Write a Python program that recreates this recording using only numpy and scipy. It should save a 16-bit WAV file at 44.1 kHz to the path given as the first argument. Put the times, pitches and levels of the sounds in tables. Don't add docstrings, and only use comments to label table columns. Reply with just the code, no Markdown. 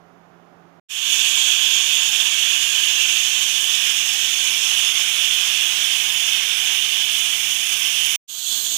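import sys
import numpy as np
from scipy import signal
from scipy.fft import rfft, irfft
from scipy.io import wavfile
from scipy.ndimage import uniform_filter1d

SR = 44100
rng = np.random.default_rng(int(sys.argv[2]) if len(sys.argv) > 2 else 0)


def rack_gain(trim_db):
    fader = np.asarray(trim_db, float)
    return 10 ** (fader / 20)


def wav_record(signal):
    frames = np.transpose(np.atleast_2d(signal))
    bounded = np.clip(frames, -1, 1)
    quanta = np.round(bounded * 32767).astype(np.int16)
    wavfile.write(sys.argv[1], SR, quanta)


N = 386757
T = np.arange(N) / SR

# [start/s, end/s]
PASSAGES = [(-1, .799), (.886, 8.161), (8.276, 9)]

WINDOW = 512
HOP = WINDOW // 4
HZ = np.fft.rfftfreq(WINDOW, 1 / SR)
FRAME_S = np.arange(N // HOP + 2) * HOP / SR


def level(x, db):
    return x * rack_gain(db) / np.sqrt(np.mean(x ** 2))


def colour(points, hz):
    f, db = np.transpose(points)
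    return np.interp(np.log(hz + 1), np.log(f), db)


def bumps(peaks, hz):
    return sum(db * np.exp(-0.5 * ((hz - f) / width * 2) ** 2) for f, width, db in peaks)


def steady(points, peaks=()):
    hz = np.fft.rfftfreq(N, 1 / SR)
    gain = rack_gain(colour(points, hz) + bumps(peaks, hz))
    return level(irfft(rfft(rng.standard_normal(N)) * gain, N), 0)


def per_passage(column):
    # [fan rush/dB, blade tone/dB, air on the ports/dB, covered port's hiss/dB]
    source_levels = [(-54, -60.5, -92, -68), (-53.5, -64.5, -78, -62), (-57, -85, -70.5, -61)]
    gain = 0
    for (start, end), row in zip(PASSAGES, source_levels):
        gain = gain + (T >= start) * (T < end) * rack_gain(row[column])
    return gain


def fan():
    # [f/Hz, level/dB]
    rush_colour = [(25, -38), (60, -15), (110, -9), (200, -3.5), (240, -5.5), (400, -2), (550, -2),
                   (750, -1.5), (900, -6), (1300, -6), (2000, -16), (3500, -24), (4000, -29), (7000, -30.5),
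                   (7400, -42), (15500, -38.5)]
    # [f/Hz, width/Hz, level/dB]
    housing = [(131, 9.8, 3), (280, 25, 4), (349.6, 24, 8), (427, 24, 6.5), (500, 123, -5), (740, 80, 1.5)]
    blade_hz, pitch_spread_hz, level_spread_db = 171.3, 1.22, 0.9
    smooth = SR // 8
    pitch_drift, level_drift = uniform_filter1d(rng.standard_normal((2, N)), smooth, axis=1) * np.sqrt(smooth)
    phase = np.cumsum(2 * np.pi * (blade_hz + pitch_spread_hz * pitch_drift) / SR)
    blade = np.sqrt(2) * np.sin(phase) * rack_gain(level_spread_db * level_drift)
    return per_passage(column=0) * steady(rush_colour, housing), per_passage(column=1) * blade


def rumble():
    rise_db, rise_s, gust_spread_db = 18.5, 0.47, 3
    smooth = SR // 25
    gusts = uniform_filter1d(rng.standard_normal(N), smooth) * np.sqrt(smooth)
    wrapped = np.clip((T - PASSAGES[2][0]) / rise_s, 0, 1)
    db = rise_db * wrapped + gust_spread_db * gusts
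    # [f/Hz, level/dB]
    air_colour = [(15, -6), (45, -9), (120, -2), (300, -5), (1000, -8), (3000, -33)]
    return per_passage(column=2) * rack_gain(db) * steady(air_colour)


def covered_port_hiss():
    # [f/Hz, level/dB]
    port_colour = [(20, -11), (60, -2), (150, -0.5), (400, -6), (1000, -12), (2200, -12), (7000, -26),
                   (15000, -29)]
    return per_passage(column=3) * steady(port_colour)


def walk(rate, width_hz):
    field = rng.standard_normal((len(HZ), len(FRAME_S)))
    for axis, size in enumerate((width_hz / HZ[1], 1 / rate / FRAME_S[1])):
        for _ in range(2):
            field = uniform_filter1d(field, max(int(size), 1), axis=axis, mode="wrap")
    return field / field.std()


def hiss(db):
    overlap = WINDOW - HOP
    frames = signal.stft(rng.standard_normal(N), nperseg=WINDOW, noverlap=overlap)[2]
    shaped = frames * rack_gain(db[:, :frames.shape[1]])
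    return signal.istft(shaped, nperseg=WINDOW, noverlap=overlap)[1][:N]


def steam():
    # [f/Hz, level/dB]
    full_colour = [(240, -62), (400, -39), (543, -32.5), (1050, -21), (1280, -26), (1660, -16.5),
                   (2060, -16.5), (2750, -1.5), (3250, 1), (3570, -2), (4090, -16), (4840, -17),
                   (6580, -6.5), (8800, -21), (15500, -25)]
    spent_colour = [(240, -58), (400, -32), (488, -37), (809, -25.5), (1280, -24.5), (1960, -15),
                    (3110, 0.5), (3570, -3.5), (3910, -14.5), (4420, -20), (6190, -9), (7210, -16.5),
                    (10600, -19), (12300, -23.5), (15500, -19.5)]
    plume_colour = [(120, -53), (200, -27), (596, -27), (755, -30), (827, -25), (890, -25.5), (2420, -18),
                    (3010, -3), (3420, 1.5), (5300, -14.5), (6590, -1), (8660, -10), (10000, -19.5),
                    (13600, -9), (15500, -12.5)]
    # [f/Hz, width/Hz, level/dB]
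    path = [(1035, 150, -1.6), (1155, 70, 5), (1620, 260, 3), (2034, 330, -2.5), (2320, 300, 2),
            (3080, 170, 0), (3515, 130, 2), (3735, 240, -3), (4360, 230, 2.5), (5380, 260, 2.5),
            (6730, 240, 3), (6910, 190, -3), (8740, 260, 2), (10600, 700, 2), (11480, 200, -4),
            (11750, 230, 2), (12600, 880, -3), (14200, 2000, 0)]
    # [t/s, level/dB]
    treble_swing = [(1.1, 2.5), (2.5, -.5), (3.7, 1.5), (5, -0.5), (5.9, -2), (7, -2), (7.9, 3)]
    half_swing_hz = 7500
    fall_start_s, fall_s = 1.8, 4.8
    jet_db, jet_spent_db = -20.5, -22.5
    plume_db, sag_db_per_s, sag_delay_s = -24, 6, 0.25

    spent = np.clip((FRAME_S - fall_start_s) / fall_s, 0, 1)
    path_db = bumps(path, HZ)
    full, late, inside = (colour(points, HZ) + path_db for points in (full_colour, spent_colour, plume_colour))
    db = np.outer(full, 1 - spent) + np.outer(late, spent)
    treble_weight = 1 / (1 + (half_swing_hz / (HZ + 1)) ** 2)
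    db += np.outer(treble_weight, np.interp(FRAME_S, *np.transpose(treble_swing)))
    close = FRAME_S > PASSAGES[1][1] + 0.05
    db[:, close] = inside[:, None]
    db -= 10 * np.log10(np.mean(rack_gain(2 * db), axis=0))
    sagging_db = plume_db - sag_db_per_s * np.clip(FRAME_S - PASSAGES[2][0] - sag_delay_s, 0, None)
    db += np.where(close, sagging_db, jet_db + (jet_spent_db - jet_db) * spent)
    surge_db = 0.22 * walk(9.2, 20000) + 0.71 * walk(60, 9000)
    patches_db = 0.47 * walk(1.0, 200) + 0.5 * walk(9.8, 900) + 1.67 * walk(12, 90)
    return hiss(db + surge_db + patches_db) * (T > PASSAGES[1][0])


def echoes(x):
    t60_s = 0.24
    t = np.arange(SR // 2) / SR
    tail = rng.standard_normal(len(t)) * rack_gain(-60 * t / t60_s) * (t > 0.001)
    return signal.fftconvolve(x, tail / np.sqrt(np.sum(tail ** 2)))[:N]


def scene():
    rush, blade = fan()
    direct = rush + steam()
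    lag = np.zeros(12)
    right = np.concatenate([lag, direct + rack_gain(-14.5) * echoes(direct) + blade])[:N]
    leak = direct + rack_gain(-6.5) * echoes(direct) + blade
    pole = np.exp(-2 * np.pi * 110 / SR)
    left = rack_gain(-9) * signal.lfilter([1 - pole], [1, -pole], leak) + rack_gain(-39) * leak
    left += rack_gain(-7) * rumble() + covered_port_hiss()
    open_port_db = 6.5
    return np.array([left, rack_gain(open_port_db) * (right + rumble())])


def band_limit(x):
    return signal.sosfilt(signal.butter(12, 16660, fs=SR, output="sos"), x)


def record(dry):
    open_s, close_s, climb_s, climb_db = 0.023, 0.0018, 0.25, 12
    gain = 0
    for start, end in PASSAGES:
        opening = np.clip((T - start) / open_s, 0, 1) ** 1.36
        climb = rack_gain(-climb_db * np.clip(1 - (T - start) / climb_s, 0, 1))
        closing = np.clip((end - T) / close_s, 0, 1)
        gain = gain + opening * climb * closing
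    rounded = np.tanh(0.85 * dry * gain) / 0.85
    top_cut = signal.ellip(10, 0.2, 60, 15450, fs=SR, output="sos")
    return band_limit(signal.sosfilt(top_cut, rounded))


dry = scene()
out = record(dry)
wav_record(out)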